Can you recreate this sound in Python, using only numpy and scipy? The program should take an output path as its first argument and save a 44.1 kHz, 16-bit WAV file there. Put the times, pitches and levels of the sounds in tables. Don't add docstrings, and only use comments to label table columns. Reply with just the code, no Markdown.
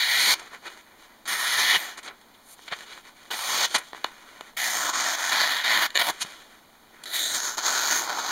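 import sys
import numpy as np
from scipy import signal
from scipy.fft import rfft, irfft, next_fast_len
from scipy.io import wavfile

SR = 44100
rng = np.random.default_rng(int(sys.argv[2]) if len(sys.argv) > 2 else 0)


def dump_mix(stems):
    frames = np.atleast_2d(stems).T
    limited = np.clip(frames, -1, 1)
    pcm = np.round(limited * 32767).astype(np.int16)
    wavfile.write(sys.argv[1], SR, pcm)


N = 366471
TIME = np.arange(N) / SR

# f/Hz, relative level per Hz/dB
CORNER_CUT = [(24, -63), (40, -31.5), (496, -18.5), (973, -7.5), (1130, -11), (2220, -4.5), (2710, -10.5),
              (3060, -4.5), (4240, 1), (5050, -9.5), (6160, -13), (7910, -21), (9180, -19.5), (15500, -27)]
SHORT_CUT = [(24, -68), (40, -42), (509, -22.5), (1490, -9.5), (1860, 2), (2450, 0), (2640, -3),
             (2990, 0.5), (3740, 2), (5050, -4.5), (6320, -9), (7710, -22), (9650, -23.5), (15500, -32)]
SLACK_CUT = [(24, -67), (40, -40), (273, -24.5), (461, -16), (496, -15), (1020, -12), (2060, -6.5),
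             (2710, -9), (3140, -7), (4920, -4), (6160, -6), (7710, -12.5), (10100, -16), (15500, -21)]
LONG_CUT = [(24, -68), (40, -43), (325, -17.5), (397, -22), (686, -6.5), (1410, -6.5), (1820, 3),
            (2710, -2.5), (3470, 1.5), (4920, 0.5), (6810, -2.5), (7910, -6.5), (13700, -6.5),
            (15500, -9.5)]
ENTERING_CUT = [(24, -61), (40, -32), (202, -30), (309, -20), (496, -22), (637, -14.5), (1100, -22),
                (1820, -6), (2710, -18), (3840, -5), (5050, -9.5), (6640, -4.5), (7910, -2), (15500, -5)]
SHAVING_CUT = [(24, -69), (40, -39), (170, -19), (317, -9), (496, -6), (949, 2.5), (1770, -12),
               (2710, -16.5), (3220, -14.5), (5720, -3), (6640, 0), (7910, -9), (13000, -5), (15500, -7)]


def from_db(db):
    return 10 ** (np.asarray(db) / 20)


def rms_one(x):
    return x / np.sqrt(np.mean(x ** 2) + 1e-20)


def cut(x, hz, kind, order=2):
    sos = signal.butter(order, np.clip(hz, 10, .45 * SR), kind, fs=SR, output="sos")
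    return signal.sosfilt(sos, x + 1e-18)


def coloured(x, spectrum):
    size = next_fast_len(len(x))
    curve_hz, curve_db = np.transpose(spectrum)
    hz = np.arange(size // 2 + 1) * SR / size
    gain = from_db(np.interp(np.log(hz + 1), np.log(curve_hz), curve_db))
    return rms_one(irfft(rfft(x, size) * gain, size)[:len(x)])


def split(x, edges_hz):
    size = next_fast_len(len(x))
    hz = np.arange(size // 2 + 1) * SR / size
    spectrum = rfft(x, size)
    below = [1 / (1 + (hz / edge) ** 14) for edge in edges_hz]
    band_gains = np.diff([0 * hz, *below, 1 + 0 * hz], axis=0)
    return [irfft(spectrum * gain, size)[:len(x)] for gain in band_gains]


def drift(t, rate):
    knots = rng.standard_normal(4000)
    return np.interp((t - t[0]) * rate, np.arange(len(knots)), knots)


def grains(t, per_s, spread_db, smooth_db):
    sizes = from_db(spread_db * np.minimum(rng.exponential(1, len(t)), 4.2))
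    signs = rng.choice([-1, 1], len(t))
    clicks = sizes * signs * (rng.random(len(t)) < per_s / SR)
    return rms_one(rms_one(clicks) + from_db(smooth_db) * rng.standard_normal(len(t)))


def edges_db(t, rise_s, hold_s, t60):
    return 10 * np.minimum(t, 0) / rise_s - 60 * np.maximum(t - hold_s, 0) / t60


def moving_resonance(x, hz, width_hz, size=128):
    r = np.exp(-np.pi * width_hz / SR)
    zeros = np.array([1, 0, -1]) * (1 - r * r) / 2
    out, state = np.zeros(len(x)), np.zeros(2)
    for i in range(0, len(x), size):
        poles = [1, -2 * r * np.cos(2 * np.pi * hz[i] / SR), r * r]
        out[i:i + size], state = signal.lfilter(zeros, poles, x[i:i + size], zi=state)
    return out


def struck(events, modes, vary_db):
    s, strength_db = np.transpose(events)
    out = np.zeros(N)
    chance = rng.standard_normal((len(s), len(modes)))
    for k, (hz, db, t60) in enumerate(modes):
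        clicks = np.zeros(N)
        clicks[(s * SR).astype(int)] = from_db(strength_db + db + vary_db * chance[:, k])
        r, w = from_db(-60 / (t60 * SR)), 2 * np.pi * hz / SR
        ringing = signal.lfilter([0, np.sin(w)], [1, -2 * r * np.cos(w), r * r], clicks + 1e-18)
        out += (-1) ** k * ringing
    return out


def reflections(x, t60, delay_s, dull_hz):
    t = TIME[:SR]
    tail = rng.standard_normal(SR) * from_db(-60 * t / t60) * (t > delay_s)
    tail = cut(tail, dull_hz, "low", order=1)
    return signal.fftconvolve(x, tail / np.sqrt(np.sum(tail ** 2)))[:N]


def cuts():
    # start t/s, end t/s, attack/s, release/s, level/dB, swell/dB, arch/dB, drumming against rasp/dB,
    # hiss against rasp/dB before a common trim, sag/dB, fizz against rasp/dB, fizz growth/dB,
    # flap at start f/Hz, flap at end f/Hz, kind of cut. Level is before the common gain below.
    pushes = [ (0.000, 0.342, 0.00067, 0.002, -22, 2, 2, -15.5, -8, 9, -10.5, 6.5, 1830, 2160, "corner"),
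              (1.274, 1.382, 0.0063, .012, -30.5, -2.5, 1, -6.5, -4.5, -2, -5.5, -2, 1880, 1860, "short"),
              (1.372, 1.765, 0.021, 0.0056, -24.5, 12.5, 1, -10.5, -7.5, -6.5, -9.5, -11.5, 1850, 1800, "short"),
              (1.770, 1.899, .004, .03, -38.5, -4.5, 0, -8, -7, 4, -7, -7, 1850, 1800, "long"),
              (3.305, 3.657, .005, 0.0052, -30, 14, 1.5, -6.5, -4.5, 0, -7.5, -9, 1140, 910, "slack"),
              (4.566, 4.898, 0.0054, 0.016, -30, 1, -2.5, -5, -2, 6, -7, -8, 2150, 1330, "long"),
              (4.921, 5.152, 0.028, 0.016, -30, -2.5, 0, -3, 0, -3, -12.5, 4, 1020, 1670, "long"),
              (5.161, 5.305, 0.029, .015, -31, 3, -4, -3.5, -2, -1.5, -11, -2, 1310, 1560, "long"),
              (5.300, 5.617, 0.024, 0.024, -25.5, -4.5, 3.5, -8, -10.5, -4, -14.5, -4, 1610, 1650, "long"),
              (5.632, 5.862, 0.012, 0.0063, -23.5, 2, 4.5, -8.5, -12.5, 5, -13.5, 7, 1950, 1740, "long"),
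              (5.985, 6.024, .002, .004, -22, 0, 0.5, -8, -17, 6, -10.5, -3, 1900, 1790, "ragged"),
              (6.026, 6.105, .006, 0.0036, -29.5, 0, -0.5, -3, -10, 7.5, -5, -2, 720, 540, "ragged"),
              (7.055, 7.130, 0.0028, .015, -37.5, 2, -4, -11.5, -11, 0, -8, 4, 3900, 4000, "entering"),
              (7.13, 7.363, 0.011, 0.016, -30.5, -3.5, -1.5, -15, -3, 10, -6.5, -6, 3630, 3980, "entering"),
              (7.336, 7.546, 0.0097, 0.015, -35, -4, 3.5, -7.5, 1, 0.5, -10.5, 1, 1870, 1560, "shaving"),
              (7.568, 7.615, .014, 0.03, -32.5, -10, 0, -4.5, -1.5, -6, -12, -3, 1240, 1260, "shaving"),
              (7.615, 7.989, 0.033, 0.044, -28, -0.5, -0.5, -7, -.5, 1, -10, 6, 1100, 1780, "fraying"),
              (7.995, 8.310, .02, .01, -34.5, 7.5, 0, -1, -4.5, -2, -13.5, -2, 1270, 1460, "fraying"), ]
    return from_db(0.5) * sum(push(*row) for row in pushes)


def push(start, end, attack_s, release_s, level_db, swell_db, arch_db, drum_db, hiss_db, sag_db,
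         fizz_db, fizz_growth_db, flap_start_hz, flap_end_hz, kind,
         judder_db=0.3, waver_db=1.18, sharpen=0.065, hiss_trim_db=2.0):
    fibres = { "corner": (CORNER_CUT, 9000, 2.4), "short": (SHORT_CUT, 7500, 2.5),
              "slack": (SLACK_CUT, 6000, 2.7), "long": (LONG_CUT, 4000, 3.1),
              "ragged": (LONG_CUT, 2500, 2.8), "entering": (ENTERING_CUT, 5000, 2.8),
              "shaving": (SHAVING_CUT, 3000, 3.2), "fraying": (SHAVING_CUT, 3500, 3.4), }
    colour, per_s, spread_db = fibres[kind]
    inside = (TIME >= start) & (TIME < end + .08)
    t = TIME[inside]
    travel = np.interp(t, [start, end], [-.5, .5])
    fibre_snaps = coloured(grains(t, per_s, spread_db, smooth_db=-9.5), colour)
    fibre_snaps = flexing(fibre_snaps, t)

    flap_hz = np.interp(t, [start, end], [flap_start_hz, flap_end_hz])
    fibre_snaps = fibre_snaps + moving_resonance(fibre_snaps, flap_hz, width_hz=430)
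    drum, body, edge, hiss, fizz = split(fibre_snaps, [1400, 2700, 5000, 7800])

    finer_db = fizz_growth_db * travel
    rasp = rms_one(body + edge * from_db(sharpen * finer_db))
    sheet = from_db(drum_db) * rms_one(drum) + from_db(hiss_db + hiss_trim_db) * rms_one(hiss)
    cutting = rasp + from_db(sag_db * travel) * sheet + from_db(fizz_db + finer_db) * rms_one(fizz)

    force_db = level_db + swell_db * travel + arch_db * (1 / 3 - (2 * travel) ** 2)
    uneven_db = judder_db * drift(t, rate=140) + waver_db * drift(t, rate=35.5)
    attack = np.minimum((t - start) / attack_s, 1)
    release = np.exp(-np.maximum(t - end, 0) / release_s)
    out = np.zeros(N)
    out[inside] = cutting * attack * release * from_db(force_db + uneven_db)
    return out


def flexing(x, t):
    bands = split(x, np.linspace(np.sqrt(400), np.sqrt(14500), 20) ** 2)
    depths_db = np.linspace(1.8, 3.0, len(bands))
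    bent = sum(band * from_db(db * drift(t, rate=9)) for band, db in zip(bands, depths_db))
    low, high = split(bent, [7800])
    echo_s = .00033 + .00004 * drift(t, rate=5)
    return low + high + .45 * np.interp(t - echo_s, t, high)


def blade_snaps():
    # t/s, strength/dB before modes, filter and mix
    snap_events = [(.282, -34), (.526, -44), (2.211, -67), (2.807, -31), (3.306, -36), (4.043, -17),
                   (4.409, -26.5), (5.3195, -19), (5.904, -27), (5.950, -25), (5.9545, -10.5), (5.960, -12),
                   (5.967, -12), (5.974, -7.5), (5.978, -30), (6.000, -18), (7.582, -32), (7.904, -19)]
    # f/Hz, level/dB, t60/s
    snap_modes = [(1740, 3.5, 0.0044), (3880, 3, 0.0021), (7000, -6, 0.0048), (11860, -5, 0.00082)]
    snaps = cut(struck(snap_events, snap_modes, vary_db=1.5), 450, "high")
    return .55 * snaps + .8 * reflections(snaps, t60=.010, delay_s=.0003, dull_hz=9000)


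def sheet_pops():
    # t/s, strength/dB before modes and filter
    pop_events = [(.418, -26), (2.100, -24), (2.592, -28.5), (2.682, -28), (2.724, -37), (2.977, -24),
                  (3.750, -16), (3.932, -16), (3.9475, -19), (4.0452, -3), (4.4095, -17), (6.098, -10),
                  (6.249, -23)]
    # f/Hz, level/dB, t60/s
    pop_modes = [(300, -26, 0.011), (814, 2.5, 0.0024), (1160, -1, 0.0052), (1800, -15, 0.016),
                 (3870, -7, 0.0015)]
    return cut(struck(pop_events, pop_modes, vary_db=1.2), 200, "high", order=3)


def crumples():
    # full-level t/s, level/dB before the sheet's low cut,
    # rise per 10 dB/s, hold/s, low edge f/Hz, high edge f/Hz
    bursts = [ (0.395, -35, .0005, .002, 4500, 5950), (0.676, -38, 0.024, 0.0084, 900, 4500),
              (1.255, -36.5, .0003, 0.02, 1200, 5960), (1.746, -23.5, 0.018, 0.018, 700, 3800),
              (1.974, -39, .001, 0.019, 1100, 7400), (2.03, -43, 0.0011, 0.038, 1200, 7200),
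              (2.08, -33.5, .009, .005, 900, 4320), (2.212, -51, .0005, 0.0037, 2500, 7000),
              (2.343, -53, 0.0037, 0.01, 1500, 4500), (2.511, -46.5, 0.047, 0.032, 4450, 11600),
              (2.68, -31.5, 0.00091, .004, 2300, 3420), (2.721, -27.5, 0.0079, 0.015, 2200, 2870),
              (2.906, -42, 0.034, 0.027, 2500, 4170), (3.305, -30, 0.00046, 0.039, 690, 4420),
              (3.747, -15.5, 0.0033, 0.016, 640, 6750), (3.784, -26.5, 0.0016, 0.00092, 3000, 10400),
              (5.945, -36, 0.00091, 0.036, 900, 4960), (6.219, -22.5, 0.011, 0.01, 2800, 7060),
              (7.037, -35, 0.0016, 0.0017, 2500, 8600), (7.135, -32.5, .004, .06, 3000, 4550),
              (7.342, -35, .012, 0.016, 3000, 7500), ]
    out = np.zeros(N)
    for s, db, rise_s, hold_s, low_hz, high_hz in bursts:
        inside = np.abs(TIME - s) < .15
        t = TIME[inside] - s
        crackle = grains(t, per_s=6600, spread_db=3.0, smooth_db=-18.0)
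        crackle = cut(crackle, low_hz, "high", order=1)
        crackle = rms_one(cut(crackle, high_hz, "low", order=3))
        out[inside] += crackle * from_db(db + edges_db(t, rise_s, hold_s, t60=0.037))
    return cut(out, 265, "high", order=2)


def sliding(rub_db=-2.0, sheen_db=-6.0, slip_db=1.4, crinkle_db=-9):
    # start t/s, end t/s,
    # level/dB before the rub and sheen gains, fade/dB, hiss control against level/dB
    slides = [ (0.346, 0.474, -40.5, 5, -0.5), (0.535, 0.553, -41, 1.5, -2), (0.665, 0.677, -37.5, 2, -0.5),
              (0.70, 0.804, -45, 4.5, 2), (0.87, 1.15, -54, 2, -3), (1, 1.052, -51.5, 1, 4),
              (1.80, 1.927, -40.5, 4, 3.5), (1.99, 1.997, -37, 10, -10), (2.062, 2.107, -38.5, 4, -11),
              (2.588, 2.677, -57, -3, 10), (2.724, 2.834, -47, -0.5, 5.5), (2.87, 2.987, -48, -0.5, 4.5),
              (3.072, 3.091, -44.5, 4, 2.5), (3.175, 3.3, -52, 3.5, 4), (3.67, 3.733, -46, -8, 11),
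              (3.78, 3.809, -34, 6, -3), (3.835, 3.90, -53.5, 1.5, 11), (3.966, 4.02, -41.5, 7.5, 1),
              (4.054, 4.12, -42, 5.5, 0.5), (4.137, 4.495, -51, -2, 1.5), (5.88, 5.94, -49, 2, 2),
              (6.115, 6.2, -44.5, 1.5, 4.5), (6.26, 6.488, -42, 14.5, 5.5), (6.507, 6.59, -52.5, 3, 2),
              (6.947, 7.04, -51.5, -1, -3), ]
    # f/Hz, relative level per Hz/dB
    sliding_colour = [(88, -59), (150, -13), (201, -41), (221, -21.5), (332, -7.5), (509, -7), (1910, -2),
                      (2700, -5), (3410, -5.5), (5030, -8.5), (6230, -8.5), (15500, -30.5)]
    rubbing, hissing = np.full((2, N), from_db(-60))
    for start, end, level_db, fade_db, hiss_db in slides:
        inside = (TIME > start - .1) & (TIME < end + .2)
        t = TIME[inside]
        edge_db = edges_db(t - start, rise_s=0.028, hold_s=end - start, t60=0.18)
        move_db = level_db - np.interp(t, [start, end], [0, fade_db]) + edge_db
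        rubbing[inside] = np.maximum(rubbing[inside], from_db(move_db))
        hissing[inside] = np.maximum(hissing[inside], from_db(move_db + hiss_db))
    crinkles = from_db(crinkle_db) * grains(TIME, per_s=110, spread_db=3.0, smooth_db=-30)
    friction = grains(TIME, per_s=2000, spread_db=3.0, smooth_db=0.5)
    rub = coloured(friction + crinkles, sliding_colour)
    low, high = split(rub * from_db(slip_db * drift(TIME, rate=90)), [2700])
    return from_db(rub_db) * rubbing * rms_one(low) + from_db(sheen_db) * hissing * rms_one(high)


def hand_knocks():
    # t/s, strength/dB before modes
    knock_events = [(1.768, -43.5), (2.72, -45), (2.81, -60), (6.10, -48), (6.245, -46)]
    # f/Hz, level/dB, t60/s
    knock_modes = [(90, -11, .10), (178, 3.5, 0.052)]
    return struck(knock_events, knock_modes, vary_db=0.5)


def background():
    # f/Hz, relative level per Hz/dB
    room_colour = [(25, 6.5), (60, -1.5), (110, -2), (160, 0), (205, 5), (230, 3.5), (270, 6), (350, 1.5),
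                   (450, 3.5), (1000, 5), (2000, -10), (4000, -2.5), (6500, -7.5), (10000, -12),
                   (15500, -11.5)]
    tone = from_db(-56) * coloured(rng.standard_normal(N), room_colour)
    hum = from_db(-72) * rms_one(np.sin(2 * np.pi * 229 * TIME))
    return tone + hum


def scene():
    paper = cuts() + blade_snaps() + sheet_pops() + crumples() + sliding() + hand_knocks()
    scattered = cut(paper, 1000, "high")
    near = from_db(-14) * reflections(scattered, t60=0.091, delay_s=0.00097, dull_hz=5200)
    room = from_db(-31) * reflections(paper, t60=1.0, delay_s=0.0046, dull_hz=4000)
    return (paper + near + room + background())[None]


def record(dry):
    # f/Hz, width/Hz, level/dB
    body_bells = [(323, 51, 2), (503, 85, -4)]
    # f/Hz, width/Hz
    notches = [(2690, 450), (4990, 640), (5700, 710), (7860, 960)]
    for hz, width_hz, db in body_bells:
        peak = signal.lfilter(*signal.iirpeak(hz, hz / width_hz, fs=SR), dry)
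        dry = dry + (from_db(db) - 1) * peak
    for hz, width_hz in notches:
        dry = signal.lfilter(*signal.iirnotch(hz, hz / width_hz, fs=SR), dry)
    return signal.sosfilt(signal.ellip(10, .2, 80, 15700, fs=SR, output="sos"), dry)


dry = scene()
out = record(dry)
dump_mix(out)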